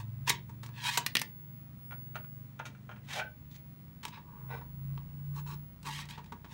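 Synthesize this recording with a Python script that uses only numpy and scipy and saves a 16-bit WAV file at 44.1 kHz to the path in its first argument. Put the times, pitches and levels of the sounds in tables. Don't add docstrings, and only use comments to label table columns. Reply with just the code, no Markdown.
import sys
import numpy as np
from scipy import signal
from scipy.fft import rfft, irfft, next_fast_len
from scipy.io import wavfile
from scipy.ndimage import map_coordinates

SR = 44100
rng = np.random.default_rng(int(sys.argv[2]) if len(sys.argv) > 2 else 0)


def output_pcm(signal):
    pcm = np.clip(np.atleast_2d(signal).T, -1, 1) * 32767
    wavfile.write(sys.argv[1], SR, np.round(pcm).astype(np.int16))


N = 287973
TIME = np.arange(N) / SR
RING_TIME = np.arange(SR // 6) / SR

# (time [s], level [dB], knock [dB re level], brightness [dB re level], t60 [s])
DRIVE_CLICKS = [(0.273, -40, -0.5, -6, 0.062), (0.294, -28.5, -27, 6.5, 0.032),
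                (0.3015, -23, -8.5, -17, 0.011), (0.492, -63.5, 13, -0.5, 0.083),
                (0.6305, -50.5, 2.5, -2, 0.066), (0.661, -53.5, -2, 1, 0.03), (0.688, -61, 8, -4, 0.02),
                (0.8405, -40.5, -13, -5.5, 0.005), (0.973, -27.5, -2, 1.5, 0.027),
                (0.977, -37, -1, 5.5, 0.035), (4.031, -45, -7.5, -9, 0.062), (4.0515, -39, 0.5, -2, 0.015),
                (4.081, -50.5, -1.5, 0, 0.023), (4.17, -56.5, 7.5, -21, 0.13),
                (4.612, -64.5, 16.5, -11, 0.058), (4.976, -53, 6, -27, 0.016), (5.829, -62, -3, 7.5, 0.024),
                (5.864, -45.5, -2.5, -4.5, 0.0437), (5.989, -44.5, 0, -9.5, 0.017),
                (6.054, -55.5, -1, -2, 0.016), (6.087, -49.5, -14, -6, 0.03),
                (6.1765, -52.5, 9, -14, 0.0913), (6.242, -59, -13, -5, 0.015), (6.259, -60, -3, -6, 0.024),
                (6.3206, -52.5, 12.5, -7.5, 0.04335), (6.443, -55, 5.5, -14, 0.1)]
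DROP_BOUNCES = [(1.063, -32.5, -7.5, 0, 0.025), (1.1528, -24.5, -11.5, -8, 0.017),
                (1.1682, -26, -17, -11, 0.014), (1.1906, -43, -20.5, -6, 0.013),
                (1.1966, -48, -12.5, 8, 0.0052), (1.2153, -37.5, -0.5, 2, 0.024)]
DESK_KNOCKS = [(1.909, -51, -4, -17, 0.04), (1.921, -48, 1, -22, 0.045), (2.147, -56, -2, -20, 0.04),
               (2.155, -42, 2, -11.5, 0.061), (2.243, -57.5, -5, -28.5, 0.029),
               (2.592, -52.5, -1.5, -1.5, 0.03), (2.597, -41, 3.5, -43, 0.042),
               (2.654, -47.5, -22, -0.5, 0.061), (2.661, -54.5, 4, 4.5, 0.11),
               (2.749, -57.5, -7, -18, 0.025), (2.892, -50.5, 4.5, -19, 0.087),
               (2.914, -51.5, 2, -18.5, 0.05), (2.961, -57, -6, -18, 0.065),
               (3.197, -32.5, -17, -20, 0.059)]

# (start [s], hold [s], rise [s], level [dB], knock [dB re level], brightness [dB re level])
SLOT_STROKES = [(0, 0.011, 0.02, -56.5, 1, -4), (0.279, 0.02, 0.034, -35.5, -14.5, -6.5),
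                (0.785, 0.05, 0.15, -49, -17, -15), (0.86, 0.036, 0.14, -34.5, -13.5, -8),
                (0.91, 0.052, 0.046, -41, -37, -6), (4.13, 0.03, 0.05, -54.5, -5.5, -29),
                (4.3, 0.179, 0.3, -83.5, 23.5, -24), (4.508, 0.076, 0.08, -62.5, 11.5, -15),
                (4.82, 0.6, 0.33, -81.5, 2.5, -11), (5.365, 0.035, 0.092, -61, 9, -0.5),
                (5.466, 0.076, 0.037, -60, 9, -1.5), (5.858, 0.04, 0.052, -50, 3.5, -3),
                (5.91, 0.108, 0.12, -47.5, -23, -5.5), (6.02, 0.024, 0.05, -53.5, -9, -18),
                (6.1, 0.013, 0.039, -52.5, -12, -3), (6.115, 0.042, 0.05, -54.5, -13, -17),
                (6.2, 0.094, 0.1, -84, 2, -4.5), (6.522, 0.01, 0.12, -56, -3, -6)]
DESK_STROKES = [(3.108, 0.03, 0.14, -44.5, -7.5, -1), (3.138, 0.055, 0.16, -40.5, -20, 1),
                (3.512, 0.019, 0.03, -74.5, -16, 15.5), (3.548, 0.015, 0.06, -67, -12, 7.5)]

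# (time [s], slip rate [1/s], level [dB])
SLOT_JUDDER = [(4.475, 199, -77), (4.503, 190.3, -50), (4.53, 128.4, -48.5), (4.548, 128.3, -44),
               (4.562, 140.8, -70), (4.59, 140.4, -59), (4.62, 140, -75)]
DESK_JUDDER = [(3.12, 260, -64.5), (3.172, 260, -39.5), (3.202, 160, -37.5), (3.218, 180, -57.5),
               (3.27, 82, -75)]
# (time [s], pitch [Hz], level [dB])
CORNER_SQUEAK = [(3.205, 1503, -69), (3.218, 1495, -40), (3.25, 1570, -60), (3.278, 1507, -52.5),
                 (3.305, 1527, -75)]
# (time [s], delay [ms])
SLOT_ECHO = [(.75, 1.12), (.87, 1.3), (.96, 0.89), (5.86, 0.73), (5.92, 1.1), (5.97, 0.89), (6.03, 1.6),
             (6.16, 1.1)]

# (frequency [Hz], relative level [dB], t60 [s])
CASE_MODES = [(805, -9.5, 0.099), (890, -5, 0.04), (960, -0.5, 0.14), (1028, -6, 0.13), (1122, 7, 0.1),
              (1670, -7.5, 0.24), (1880, 3.5, .09), (2494, -8, 0.14), (2670, -26.5, 0.15),
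              (3190, 3.5, 0.056), (3710, -9.5, 0.059), (4020, -10, 0.14), (5440, -11, 0.076),
              (6160, -21.5, .05), (8850, -11.5, .04)]
HELD_MODES = [(454, 0, .04), (596, 0, 0.026), (785, 4.5, 0.031), (860, 3, 0.046), (1150, -13, 0.037),
              (1512, 12.5, 0.031), (1976, 13, 0.025), (2310, 2, 0.12), (2540, -28, .06), (2780, -23, .05)]
SHELL_MODES = [(1580, -18.5, 0.43), (1787, 7.5, 0.14), (1874, -6, 0.2), (2040, -2, 0.25),
               (2280, -3.5, 0.056), (2400, -6.5, 0.092), (2815, -2.5, 0.038), (3264, 8.5, 0.038),
               (3410, 1.5, 0.086), (5170, -20.5, 0.023)]
LYING_MODES = [(631, 2, 0.09), (773, -29, 0.083), (1294, 0, .12), (1417, 8, 0.057), (1498, -6, 0.14),
               (2040, -13.5, 0.13), (2340, 7, 0.03), (2730, -7.5, 0.18), (6360, 7.5, 0.051)]
TILTED_MODES = [(577, -22, 0.044), (652, -2.5, 0.064), (737, 3, 0.069), (846, 3, 0.049), (1300, -16, 0.071),
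                (1390, 1, 0.083), (1500, -16, 0.074), (2230, -14.5, .07), (2286, 7.5, 0.068),
                (3080, -4.5, 0.064)]

# (frequency [Hz], gain [dB])
CASE_EQ = [(30, -46), (120, -5.5), (200, -8), (390, -4.5), (550, -13.5), (720, -10), (920, 6), (1130, -4),
           (1330, -4.5), (1800, -1.5), (3900, -3.5), (5000, -7), (9000, -13), (10300, -17.5), (15500, -20)]
SHELL_EQ = [(30, -55), (120, -16.5), (220, -11.5), (600, -23), (1000, -15), (1350, -15), (2000, -1.5),
            (3100, -6.5), (5500, -5), (7400, -15), (9100, -9), (10000, -15), (11200, -9), (15500, -17.5)]
DESK_EQ = [(30, -59), (230, -31), (380, 0), (620, -3.5), (900, 7), (1400, 0), (1800, 3.5), (2400, -2.5),
           (3600, -8.5), (4700, -20.5), (6300, -22.5), (8000, -30.5), (15000, -40.5)]
SUB_EQ = [(20, -53), (38, -24), (52, 11.5), (68, 12.5), (80, 20.5), (95, 16), (130, -42.5)]
RUMBLE_EQ = [(60, -22), (105, 2), (150, 1), (205, 1.5), (260, -7), (330, -12.5), (500, -48)]
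HISS_EQ = [(150, -14), (400, 0), (550, -2), (900, -2), (1300, -6), (2000, -8), (3000, -12), (5000, -18),
           (7000, -20), (11500, -25), (14000, -38)]
# (frequency [Hz], t60 [s])
ROOM_DECAY = [(200, 0.56), (1000, 0.19), (3000, 0.21), (12000, 0.089)]

# (time [s], speed [turns/s])
ENGINE_SPEED = [(0, 21.7), (0.25, 22.6), (0.62, 23.6), (1.15, 23.7), (1.65, 24.6), (2.85, 22.5),
                (3.55, 25.0), (4.28, 25.3), (4.92, 27.4), (5.55, 29.1), (5.95, 29), (6.35, 29.4),
                (6.53, 29.5)]
# (time [s], level [dB])
FIFTH_LEVEL = [(0, -43), (0.42, -55.5), (0.62, -46), (1.3, -58.5), (2.05, -50.5), (3.0, -57.5), (3.6, -58),
               (4.27, -61.5), (4.49, -43.5), (4.68, -51), (4.92, -36), (5.08, -50.5), (5.3, -39),
               (5.57, -43.5), (5.77, -57), (5.96, -43.5), (6.3, -57), (6.53, -56)]
SIXTH_LEVEL = [(0, -49.5), (0.25, -44), (0.55, -53), (0.75, -49.5), (1.25, -54.5), (2.3, -51.5),
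               (3.5, -55.5), (5.2, -57), (6.53, -71)]
WHISTLE_LEVEL = [(0.0, -61), (1.03, -61), (1.16, -51), (1.18, -56), (1.42, -52), (1.74, -62.5),
                 (1.85, -50.5), (2.24, -50.5), (2.73, -70.5), (3.53, -58.5), (4.25, -63.5), (4.49, -53.5),
                 (5.09, -58), (5.42, -52.5), (5.71, -57.5), (5.91, -73), (6.35, -64), (6.53, -66)]


def drive():
    clicks = hits(DRIVE_CLICKS, CASE_MODES, CASE_EQ, ring_db=-16, attack_s=0.0018)
    slide = rubbing(SLOT_STROKES, CASE_MODES, CASE_EQ, ring_db=-14, grain_db=2.2, catch_db=0.8)
    creak = judder(SLOT_JUDDER, HELD_MODES, jitter=0.18, grit=0.72)
    return reverb(amp(-3.5) * clicks + slot_echo(slide, share=0.6) + amp(-1) * creak, wet_db=-9.5)


def slot_echo(x, share):
    delay_ms, = curves(SLOT_ECHO)
    echo = np.interp(TIME - delay_ms / 1000, TIME, x)
    return (x + share * echo) / np.hypot(1, share)


def dropped_disk():
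    clatter = hits(DROP_BOUNCES, SHELL_MODES, SHELL_EQ, ring_db=-18, attack_s=0.00046)
    return reverb(amp(-0.5) * clatter, wet_db=-11.5)


def loose_disks():
    knocks = hits(DESK_KNOCKS, LYING_MODES, DESK_EQ, ring_db=-4.5, attack_s=0.0014)
    drag = rubbing(DESK_STROKES, LYING_MODES, DESK_EQ, ring_db=-24, grain_db=0.5, catch_db=3.5)
    chatter = judder(DESK_JUDDER, TILTED_MODES, jitter=0.4, grit=0.6)
    squeak = tone(*curves(CORNER_SQUEAK), waver_db=2.5) * gate(CORNER_SQUEAK)
    mix = amp(-3) * knocks + amp(-4) * drag + amp(-3.5) * chatter + amp(-2.5) * squeak
    return reverb(mix, wet_db=-7.5)


def hits(events, modes, eq, ring_db, attack_s):
    out, t = np.zeros(N + SR), RING_TIME
    transient = round(0.008 * SR)
    for start, db, knock_db, bright_db, t60 in events:
        crack = rng.standard_normal(len(t)) * amp(-60 * t / t60) * (1 - np.exp(-t / attack_s))
        hit = equalise(crack / np.linalg.norm(crack) + amp(ring_db) * ring(modes), eq)
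        for band, band_db in zip(three_bands(hit), (knock_db, 0, bright_db)):
            out[round(start * SR):][:len(t)] += amp(db + band_db) * band / np.std(band[:transient])
    return out[:N]


def rubbing(strokes, modes, eq, ring_db, grain_db, catch_db):
    slips = rng.standard_normal(N) * amp(grain_db * wobble(1500) + catch_db * wobble(110))
    ringing = signal.fftconvolve(slips, ring(modes))[:N]
    body = equalise(slips + amp(ring_db) * ringing, eq)
    return sum(gain * unit_rms(band) for gain, band in zip(stroke_gains(strokes), three_bands(body)))


def stroke_gains(strokes, release_s=0.06):
    gains = np.zeros((3, N))
    for start, hold, rise, db, knock_db, bright_db in strokes:
        before = np.maximum(start - TIME, 0)
        after = np.maximum(TIME - start - hold, 0)
        fade_db = -60 * (before / rise + after / release_s)
        active = fade_db > -120
        stroke = np.outer(amp([knock_db, 0, bright_db]), amp(db + fade_db[active]))
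        gains[:, active] = np.maximum(gains[:, active], stroke)
    return gains


def judder(gesture, modes, jitter, grit):
    rate, db = curves(gesture)
    uneven_rate = rate * np.exp(jitter * wobble(150))
    slip_count = np.floor(np.cumsum(uneven_rate) / SR)
    slips = np.diff(slip_count, prepend=0) * np.sqrt(SR / rate)
    force = gate(gesture) * amp(db) * (slips + grit * rng.standard_normal(N))
    soft_ring = equalise(ring(modes), [(250, -25), (500, 10), (3000, -5.5), (9000, -18)])
    return signal.oaconvolve(force, soft_ring)[:N]


def ring(modes):
    x = sum(amp(db + rng.standard_normal() - 60 * RING_TIME / t60) * np.cos(2 * np.pi * hz * RING_TIME)
            for hz, db, t60 in modes)
    return x / np.linalg.norm(x)


def reverb(x, wet_db, build_s=0.0016):
    hz, t, noise = signal.stft(rng.standard_normal(SR // 2), SR, nperseg=256)
    decay = amp(-60 * t / at_frequency(ROOM_DECAY, hz)[:, None])
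    onset = 1 - np.exp(-t / build_s)
    _, tail = signal.istft(noise * decay * onset, SR, nperseg=256)
    return x + amp(wet_db) * signal.fftconvolve(x, tail / np.linalg.norm(tail))[:N]


def drone(boom_at_s=4.75, rise_db_per_s=19.5, fall_db_per_s=3.5):
    speed, = curves(ENGINE_SPEED)
    since_peak = TIME - boom_at_s
    boom_db = -56 + np.minimum(rise_db_per_s * since_peak, -fall_db_per_s * since_peak)
    orders = [(2, boom_db), (3, boom_db), (5, curves(FIFTH_LEVEL)[0]), (6, curves(SIXTH_LEVEL)[0])]
    return sum(tone(order * speed, db, waver_db=1.2) for order, db in orders)


def screen_whistle(line_hz=15699.5):
    return tone(line_hz, curves(WHISTLE_LEVEL)[0], waver_db=0.7)


def room_tone():
    sub = amp(-62 + 5 * wobble(1.5)) * unit_rms(equalise(rng.standard_normal(N), SUB_EQ))
    rumble = amp(-55) * unit_rms(equalise(rng.standard_normal(N), RUMBLE_EQ))
    hiss = amp(-68) * unit_rms(equalise(rng.standard_normal(N), HISS_EQ))
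    return sub + rumble + hiss


def tone(hz, db, waver_db):
    phase = 2 * np.pi * np.cumsum(hz * np.ones(N)) / SR
    return np.sqrt(2) * amp(db + waver_db * wobble(7.5)) * np.sin(phase)


def equalise(x, eq, size=8192):
    gain = amp(at_frequency(eq, np.fft.rfftfreq(size, 1 / SR)))
    cepstrum = irfft(np.log(gain))
    causal_fold = 1 + np.sign(size // 2 - np.arange(size))
    causal_fold[0] = 1
    impulse = irfft(np.exp(rfft(cepstrum * causal_fold)))[:size // 2]
    return signal.oaconvolve(x, impulse)[:len(x)]


def three_bands(x, low_hz=1300, high_hz=4500):
    def split(v, hz, side):
        sos = signal.butter(2, hz, side, fs=SR, output="sos")
        return signal.sosfilt(np.vstack([sos, sos]), v)
    upper = split(x, low_hz, "high")
    return split(x, low_hz, "low"), split(upper, high_hz, "low"), split(upper, high_hz, "high")


def curves(rows):
    times, *columns = np.transpose(rows)
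    return [np.interp(TIME, times, column) for column in columns]


def gate(rows):
    return (TIME > rows[0][0]) & (TIME < rows[-1][0])


def wobble(rate):
    return map_coordinates(rng.standard_normal(int(N * rate / SR) + 4), [TIME * rate])


def at_frequency(points, hz):
    frequencies, values = np.transpose(points)
    return np.interp(np.log(hz + 1), np.log(frequencies + 1), values)


def amp(db):
    return 10 ** (np.asarray(db) / 20)


def unit_rms(x):
    return x / np.sqrt(np.mean(x ** 2) + 1e-20)


def scene():
    return (drive() + dropped_disk() + loose_disks() + drone() + room_tone() + screen_whistle())[None]


def record(dry, top_hz=16100):
    size = next_fast_len(N + SR // 2)
    passband = np.fft.rfftfreq(size, 1 / SR) < top_hz
    return irfft(rfft(dry, size) * passband, size)[..., :N]


dry = scene()
out = record(dry)
output_pcm(out)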